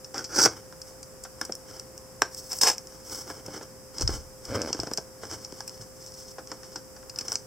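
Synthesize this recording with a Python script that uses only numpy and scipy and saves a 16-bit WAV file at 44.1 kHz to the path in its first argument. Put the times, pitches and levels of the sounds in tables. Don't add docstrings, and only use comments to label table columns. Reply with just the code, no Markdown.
import sys
import numpy as np
from scipy import signal
from scipy.fft import rfft, irfft, next_fast_len
from scipy.io import wavfile

SR = 44100
rng = np.random.default_rng(int(sys.argv[2]) if len(sys.argv) > 2 else 0)


def store_wav(level_fs):
    pcm = np.round(np.clip(np.atleast_2d(level_fs), -1, 1) * 32767)
    wavfile.write(sys.argv[1], SR, pcm.T.astype(np.int16))


N = 328986
T = np.arange(N) / SR


def undb(db):
    return 10 ** (np.asarray(db) / 20)


def unit(x):
    return x / np.sqrt(np.mean(x ** 2) + 1e-20)


def curves(table):
    times, *columns = np.transpose(table)
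    return [np.interp(T, times, column) for column in columns]


def gains(eq, hz):
    points_hz, db = np.transpose(eq)
    return undb(np.interp(np.log(hz + 1), np.log(points_hz), db))


def colour(x, eq, size=2048):
    cepstrum = irfft(np.log(gains(eq, np.fft.rfftfreq(size, 1 / SR))))
    cepstrum[1:size // 2] *= 2
    cepstrum[size // 2 + 1:] = 0
    return signal.oaconvolve(x, irfft(np.exp(rfft(cepstrum))))[:len(x)]


def band(x, lo_hz, hi_hz, order=4):
    return signal.sosfilt(signal.butter(order, [lo_hz, hi_hz], "band", fs=SR, output="sos"), x)


def ringing(x, rings):
    return x + sum(undb(db) * signal.lfilter(*signal.iirpeak(hz, hz / width, SR), x)
                   for hz, width, db in rings)


def walk(per_s):
    steps = rng.standard_normal(4096)
    return 1.2 * np.interp(T * per_s, np.arange(len(steps)), steps)


def add(out, start, x):
    i = int(start * SR)
    out[i:i + len(x)] += x[:N - i]


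# frequency in Hz, gain in dB.
FAN_EQ = [(12, -56), (20, -27.5), (43, -10), (97, -8), (196, -9.5), (267, -11), (371, -12), (405, -11.5),
          (483, -13.5), (515, -15.5), (550, -16), (873, -17.5), (1140, -19), (1690, -23.5), (3800, -38),
          (4940, -88), (8360, -120)]
HISS_EQ = [(2120, -15.5), (3600, -23), (3880, -11.5), (4340, -15), (4480, -1), (4830, -2), (5110, 9),
           (5470, 6), (6550, -0.5), (7710, 4.5), (9070, -2), (11000, -3), (11900, -4.5), (15000, -4.5),
           (16000, -15.5)]
# frequency in Hz, level in dB.
HUM_TONES = [(60, -66), (120, -62.5), (405, -63.5), (522.1, -52.5)]

def background():
    def fan():
        return unit(colour(rng.standard_normal(N), FAN_EQ)) * undb(-53 + 0.5 * walk(0.94))

    def hiss():
        return unit(colour(rng.standard_normal(N), HISS_EQ)) * undb(-55)

    hum = np.zeros(N)
    for hz, db in HUM_TONES:
        peak = np.sqrt(2) * undb(db + 0.23 * walk(4.4))
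        hum += peak * np.sin(2 * np.pi * hz * T + 0.044 * walk(2.1))
    mid = fan() + hiss() + hum
    side = undb(-3) * fan() + undb(-1.5) * hiss()
    return np.array([mid + side, mid - side])


def hardness(decay_s):
    return min(0.0012 / decay_s, 1)


def release(decay_s, chatter, strike):
    t = T[:4096]
    attack = np.minimum(t / .0004, 1)
    fade = np.exp(-t / decay_s) + chatter * np.exp(-t / .008)
    force = rng.standard_normal(len(t)) * attack * fade
    force /= np.linalg.norm(force)
    force[SR // 2000] += strike
    return force


# frequency in Hz, width in Hz, gain in dB.
PANEL_RINGS = [(142.2, 8, -6.5), (302, 28, -1.5), (813, 64, -10), (1037, 120, -26), (1560, 15, -1.5),
               (1664, 55, 1)]
# frequency in Hz, gain in dB.
KNOCK_EQ = [(100, -4), (200, -5.5), (300, -2), (480, 1), (650, 1.5), (900, 6.5), (1200, 3), (1400, 7.5),
            (1650, 2.5), (1900, -4.5), (2700, -12), (3600, -5.5)]
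CLICK_EQ = [(1500, -44.5), (2200, -14), (3100, -14), (3900, -19), (4600, 1), (4870, 5), (5300, 13.5),
            (5750, 8), (6600, -3.5), (7900, -3.5), (9300, -19.5), (16000, -28.5)]

def snap(boom_db, knock_db, click_db, spit_db, decay_s):
    blow = release(decay_s + 0.0024, chatter=.18, strike=.97 * hardness(decay_s))
    box = colour(ringing(blow, PANEL_RINGS), KNOCK_EQ)
    spot_ring = [(rng.uniform(1800, 3490), 160, 4)]
    crunch = release(decay_s, chatter=.1, strike=.45)
    click = colour(ringing(crunch, spot_ring), CLICK_EQ)
    spit = colour(release(.8 * decay_s, chatter=.08, strike=1.3), CLICK_EQ)
    layers = [(band(box, 122, 545, order=3), boom_db), (band(box, 573, 2970, order=3), knock_db),
              (band(click, 1800, 8700, order=3), click_db), (band(spit, 8320, 16000, order=3), spit_db)]
    return sum(x * undb(db) / np.sqrt(np.mean(x[:SR // 100] ** 2)) for x, db in layers)


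# start in seconds, click level in dB, treble spit level in dB, decay in seconds.
CLICK_CUES = [(0.045, -40, -72, 0.005), (0.18, -31.5, -58, 0.0047), (0.2421, -34.5, -46, 0.014),
              (0.8164, -39.5, -46.5, 0.0032), (1.0293, -45, -48, 0.0044), (1.2375, -43, -39.5, 0.01),
              (1.4508, -39.5, -39, 0.0074), (1.5221, -30.5, -53, 0.00055), (1.5525, -48, -41, 0.00058),
              (1.7964, -39, -44, 0.0018), (1.9781, -48, -45, 0.001), (2.3467, -42.5, -41.5, 0.00062),
              (2.5181, -30, -37, 0.0024), (2.5302, -34, -35, 0.0046), (2.587, -34, -37, 0.0014),
              (2.614, -27, -31, 0.0006), (2.7811, -34.5, -40, 0.00081), (2.871, -50, -48, 0.001),
              (3.4622, -42, -44, 0.0037), (3.9827, -32.5, -57, 0.00087), (4.0207, -28, -61, 0.001),
              (4.0763, -21.5, -56, 0.0006), (4.452, -40, -47, 0.0075), (4.6176, -30, -45, 0.00031),
              (4.729, -25, -44, 0.0027), (4.8003, -28.5, -45, 0.00056), (4.9351, -29.5, -36, 0.003),
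              (4.9744, -27, -38.5, 0.00029), (5.4465, -37, -62, 0.0042), (5.6774, -38.5, -39, 0.0042),
              (5.6942, -40.5, -54, 0.001), (6.0626, -43.5, -51, 0.0012), (6.473, -44.5, -58, 0.001),
              (7.096, -38.5, -46, 0.0027), (7.1598, -38, -67, 0.0019), (7.187, -29, -37.5, 0.0055),
              (7.2096, -34.5, -46, 0.0039), (7.2813, -31.5, -47, 0.0045), (7.3277, -42, -37, 0.0015),
              (7.3554, -25.5, -63, 0.0011)]

def clicks():
    out = np.zeros(N)
    for start, click_db, spit_db, decay_s in CLICK_CUES:
        boom_db, knock_db = click_db - 27.5, click_db - 19.5
        add(out, start, snap(boom_db, knock_db, click_db, spit_db, decay_s))
    return out


# start in seconds, levels of boom, knock and click in dB, crunch decay in seconds.
KNOCK_CUES = [(0.1431, -42, -39, -38, 0.0039), (0.4605, -25, -21, -36, 0.0011),
              (0.725, -55, -48, -52, 0.0026), (1.25, -67, -43.5, -49, 0.0052),
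              (1.413, -40, -31, -31, 0.0015), (1.493, -34, -45, -65, 0.0039),
              (2.2195, -29, -18, -21.5, 0.0012), (2.6335, -33, -27.5, -19.5, 0.0021),
              (3.3009, -41.5, -38, -43.5, 0.0043), (3.482, -37, -48, -57, 0.0026),
              (3.611, -40, -45, -57, 0.0027), (4.0095, -32.5, -42, -30.5, 0.0028),
              (4.0912, -30, -38.5, -57, 0.003), (4.704, -34.5, -49, -54, 0.0019),
              (4.7472, -34.5, -44, -43, 0.0023), (4.7903, -34.5, -40.5, -45, 0.0015),
              (4.833, -33, -42, -40, 0.0015), (4.8713, -35, -40.5, -41.5, 0.003),
              (4.913, -34, -39, -43, 0.0015), (4.982, -33, -38, -48, 0.0021),
              (5.233, -39, -40.5, -51, 0.0049), (5.3124, -48, -45, -38.5, 0.0013),
              (5.523, -41, -52, -44.5, 0.0013), (5.605, -51, -40, -35, 0.0025),
              (6.383, -41, -40, -47.5, 0.011), (6.516, -42, -38.5, -37.5, 0.0044),
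              (6.6321, -55, -49, -46.5, 0.0026), (6.7574, -43, -40, -34, 0.0069),
              (6.964, -61, -50, -49, 0.005), (7.028, -61, -53, -58, 0.003),
              (7.3187, -49, -38.5, -27, 0.0022)]

def knocks():
    out = np.zeros(N)
    for start, boom_db, knock_db, click_db, decay_s in KNOCK_CUES:
        spit_db = click_db - 6 + 20 * np.log10(hardness(decay_s))
        add(out, start, snap(boom_db, knock_db, click_db, spit_db, decay_s))
    return out


def fibres(per_s, spread_db, smooth):
    sizes = undb(spread_db * np.minimum(rng.exponential(size=N), 3))
    catches = (rng.random(N) < per_s / SR) * sizes * rng.choice([-1, 1], N)
    return unit(catches) + smooth * rng.standard_normal(N)


def stroke(start, length, attack_s, release_s=0.028):
    rise = np.clip((T - start) / attack_s + .5, 0, 1)
    return rise * np.exp(-np.maximum(T - start - length, 0) / release_s)


def friction(force, board_gain, rasp_gain, board_eq, rasp_eq, board_trim_db, rasp_trim_db):
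    board = unit(band(colour(ringing(force, PANEL_RINGS), board_eq), 60, 2855))
    rasp = unit(band(colour(force, rasp_eq), 2810, 18000))
    return board * board_gain * undb(board_trim_db) + rasp * rasp_gain * undb(rasp_trim_db)


# start and length in seconds, cardboard and rasp faders in dB.
BLADE_NICKS = [(0.148, 0.046, -35.5, -38), (2.508, 0.024, -45, -36.5)]
# time in seconds, cardboard and rasp faders in dB.
FIRST_DRAW = [(0.29, -50, -50), (0.336, -37.5, -38), (0.358, -33.5, -26.5), (0.396, -23, -22),
              (0.432, -29.5, -18.5), (0.462, -19.5, -17), (0.478, -30.5, -43), (0.49, -47.5, -44)]
SECOND_DRAW = [(2.611, -35, -20.5), (2.633, -33, -17), (2.663, -27, -24.5), (2.679, -22.5, -19),
               (2.709, -31, -24.5), (2.727, -42, -36.5), (2.75, -52, -41)]
# frequency in Hz, gain in dB.
FIRST_BOARD_EQ = [(90, -10.5), (200, -9.5), (320, -1), (430, -2), (560, -2), (660, -14), (800, -4),
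                  (1100, -13), (1300, -8), (1520, -13), (1850, -17), (2300, -14), (2700, -20.5),
                  (3500, -11)]
FIRST_RASP_EQ = [(2120, -68.5), (3600, -23.5), (4100, -23.5), (4590, -10.5), (5070, -3.5), (5370, -14),
                 (5640, -2), (5970, -15), (6080, -5), (6930, -17), (8210, -15.5), (9070, -24.5),
                 (11100, -29), (15100, -30), (16000, -35)]
SECOND_BOARD_EQ = [(59, -53.5), (100, -52), (174, -9), (210, -41), (309, -5), (349, -13), (440, 4.5),
                   (546, -2), (599, -2), (699, -4), (1040, 2.5), (1150, -5.5), (1770, -5.5), (1910, -7),
                   (4000, -7.5), (5200, -70), (8800, -120)]
SECOND_RASP_EQ = [(2120, -26.5), (3600, -24.5), (3740, -14), (4080, -31.5), (4450, -7), (4770, -20),
                  (4890, -5), (5240, -1), (6930, -11), (8100, -9.5), (9410, -22), (11200, -22.5),
                  (14800, -24), (15700, -31), (16000, -60)]
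# frequency in Hz, width in Hz, gain in dB.
FIRST_BLADE_RINGS = [(5680, 70, -2), (5440, 60, 6), (6500, 25, -21), (1480, 130, 10.5)]
SECOND_BLADE_RINGS = [(5250, 71, 3), (741, 22, 5), (7450, 30, 5)]

def slit(nick, draw, board_eq, rasp_eq, rings, board_trim_db, rasp_trim_db, judder_db):
    catches = fibres(per_s=3200, spread_db=4.2, smooth=.35)
    force = ringing(catches * undb(judder_db * walk(260)), rings)
    start, length, nick_board_db, nick_rasp_db = nick
    draw_board_db, draw_rasp_db = curves(draw)
    nicking = stroke(start, length, attack_s=0.022)
    bite_s = 0.0041
    drawing = np.clip((T - draw[0][0]) / bite_s, 0, 1) * (T < draw[-1][0])
    board_gain = nicking * undb(nick_board_db) + drawing * undb(draw_board_db)
    rasp_gain = nicking * undb(nick_rasp_db) + drawing * undb(draw_rasp_db)
    return friction(force, board_gain, rasp_gain, board_eq, rasp_eq, board_trim_db, rasp_trim_db)


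# start in seconds, level in dB, centre of the push in Hz.
THUMP_CUES = [(0.461, -43.5, 164), (4.006, -44, 75), (4.034, -31, 68.5), (4.095, -37, 60.7),
              (4.137, -39.5, 70), (4.486, -46.5, 85), (4.791, -46, 85.5), (5.797, -51.5, 132)]
# frequency in Hz, gain in dB, seconds to fade by 60 dB.
DESK_MODES = [(32.8, -1.5, 1), (61, 14, 0.17), (77.1, 6, 0.32), (116.4, 18.5, 0.13), (147, -18.5, 0.058)]

def thumps():
    out, t = np.zeros(N), T[:SR // 2]
    attack = 1 - np.exp(-t / 0.0069)
    for start, db, push_hz in THUMP_CUES:
        for hz, mode_db, t60 in DESK_MODES:
            share = np.exp(-2.5 * np.log(hz / push_hz) ** 2)
            swing = np.sin(2 * np.pi * hz * t) * np.exp(-np.log(1000) * t / t60) * attack
            add(out, start, undb(db + mode_db) * share * swing)
    return out


# start and length in seconds, cardboard and rasp faders in dB, treble lift in dB.
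RUB_CUES = [(0.466, 0.1, -47.5, -48, -1), (0.826, 0.1, -67, -56, 6), (1.412, 0.028, -49.5, -50, -4),
            (1.662, 0.14, -53, -49, 0), (2.347, 0.045, -70, -45.5, 6), (2.443, 0.24, -64.5, -50.5, 17),
            (2.889, 0.065, -56.5, -49, 2), (3.062, 0.15, -49.5, -40.5, 5.5), (3.276, 0.11, -48.5, -48, 5),
            (3.471, 0.16, -47, -46.5, -1), (3.976, 0.05, -44.5, -37.5, -3),
            (4.107, 0.032, -39.5, -35, -0.5), (4.453, 0.46, -51, -46.5, -1), (4.515, 0.1, -44, -67, -17),
            (5.225, 0.115, -47.5, -42.5, -2), (5.384, 0.45, -61, -51, -4), (5.995, 0.31, -68, -47.5, -1),
            (6.488, 0.034, -53, -50, -6), (6.6, 0.18, -62, -54, -14), (7.169, 0.04, -49.5, -49, 3),
            (7.279, 0.058, -46.5, -41, 3)]
# frequency in Hz, gain in dB.
RUB_BOARD_EQ = [(60, -20.5), (95, 0), (135, -11.5), (200, -15), (290, -12), (500, -9), (620, -19.5),
                (850, -15.5), (1450, -16), (1900, -28.5), (2200, -17.5), (2650, -40), (3050, -16.5),
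                (3900, -26)]
RUB_RASP_EQ = [(2120, -28), (3600, -18), (3900, -22), (4080, -26), (4510, -5), (4770, -23), (5040, 3.5),
               (5300, 1.5), (6430, -7), (7200, -14), (7850, -6.5), (9530, -21), (11300, -20.5),
               (14800, -24), (16000, -19.5)]

def hands():
    force = fibres(per_s=240, spread_db=4.5, smooth=2.6) * undb(3.95 * walk(70))
    starts, lengths, board_db, rasp_db, lift_db = np.transpose(RUB_CUES)
    touches = np.array([stroke(start, length, attack_s=0.087) for start, length in zip(starts, lengths)])
    rub = friction(force, undb(board_db) @ touches, undb(rasp_db) @ touches, RUB_BOARD_EQ, RUB_RASP_EQ,
                   board_trim_db=3, rasp_trim_db=0.1)
    treble = signal.sosfiltfilt(signal.butter(2, 8500, "high", fs=SR, output="sos"), rub)
    lift = undb(np.interp(T, starts + lengths / 2, lift_db))
    return rub + (lift - 1) * treble


def crinkles(per_s=14, spread_db=1.5):
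    out = np.zeros(N)
    for start, length, board_db, rasp_db, lift_db in RUB_CUES:
        for _ in range(round(per_s * length)):
            moment = start + length * rng.random()
            size_db = -2 + spread_db * rng.standard_normal()
            box_db, click_db = board_db + size_db, rasp_db + size_db
            spit_db = click_db - 12 + lift_db
            add(out, moment, snap(box_db, box_db, click_db, spit_db, decay_s=0.0016))
    return out


# time in seconds, mean slips per second, level in dB.
CREAK_MOVE = [(4.48, 152, -50), (4.512, 137, -37.5), (4.55, 142, -36), (4.585, 113, -33.5), (4.6, 92, -37),
              (4.655, 79, -37.5), (4.685, 59, -36), (4.697, 50, -52)]
# frequency in Hz, gain in dB.
FLAP_EQ = [(30, -35), (70, -3), (170, -7), (300, 2.5), (400, -5.5), (540, 5.5), (750, -13), (1100, -18.5),
           (1600, -10), (1900, -31), (2150, -14.5), (2650, -29), (3050, -38), (3900, -36), (5300, -12),
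           (6500, -51), (9000, -47)]

def creak():
    rate, db = curves(CREAK_MOVE)
    slip_count = np.floor(np.cumsum(rate * np.exp(.09 * walk(140))) / SR)
    slips = np.diff(slip_count, prepend=0)
    moving = (T > CREAK_MOVE[0][0]) * (T < CREAK_MOVE[-1][0])
    slips *= undb(walk(150) + db) * np.sqrt(SR / rate) * moving
    drag = np.exp(-T[:SR // 50] / .0009)
    grit = signal.oaconvolve(slips, drag / np.linalg.norm(drag))[:N] * rng.standard_normal(N)
    flap = colour(signal.unit_impulse(SR // 20), FLAP_EQ)
    return signal.oaconvolve(1.3 * slips + .35 * grit, flap / np.linalg.norm(flap))[:N]


def room(x, wet_db, low_t60, high_t60):
    t = T[:SR // 2]
    noise = rng.standard_normal(len(t))
    low = band(noise, 48, 3200, order=2) * np.exp(-np.log(1000) * t / low_t60)
    high = band(noise, 2000, 8900, order=2) * np.exp(-np.log(1000) * t / high_t60)
    tail = (low + 1.07 * high) * np.clip(t / 0.0011 - .3, 0, 1)
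    return undb(wet_db) * signal.oaconvolve(x, tail / np.linalg.norm(tail))[:N]


# frequency in Hz, side level against mid in dB.
SIDE_EQ = [(60, -2), (200, -60), (600, -24), (2400, -57), (4400, -15.5), (6000, -9), (8100, -4),
           (11000, -2.5), (15000, 3)]

def widen(x):
    size = next_fast_len(N + 2048)
    hz = np.fft.rfftfreq(size, 1 / SR)
    phase = np.interp(hz / 200, np.arange(128), rng.standard_normal(128)) - np.pi / 2
    side = irfft(rfft(x, size) * gains(SIDE_EQ, hz) * np.exp(1j * phase), size)[:N]
    return np.array([x + side, x - side])


def scene():
    first = slit(BLADE_NICKS[0], FIRST_DRAW, FIRST_BOARD_EQ, FIRST_RASP_EQ, FIRST_BLADE_RINGS,
                 board_trim_db=-1.5, rasp_trim_db=-0.9, judder_db=-0.7)
    second = slit(BLADE_NICKS[1], SECOND_DRAW, SECOND_BOARD_EQ, SECOND_RASP_EQ, SECOND_BLADE_RINGS,
                  board_trim_db=-0.5, rasp_trim_db=0, judder_db=2)
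    sources = [first, second, hands() + creak() + thumps(), clicks() + crinkles(), knocks()]
    send = sum(sources)
    tail = room(send, wet_db=-15.5, low_t60=0.22, high_t60=0.18)
    side = room(send, wet_db=-26.5, low_t60=0.11, high_t60=0.12)
    side = 0.1 * side + band(side, 5300, 16000, order=2)
    return sum(widen(x) for x in sources) + tail + np.array([side, -side]) + background()


def record(dry, top_hz=15900):
    return signal.sosfilt(signal.ellip(10, .2, 70, top_hz, fs=SR, output="sos"), dry)


dry = scene()
out = record(dry)
store_wav(out)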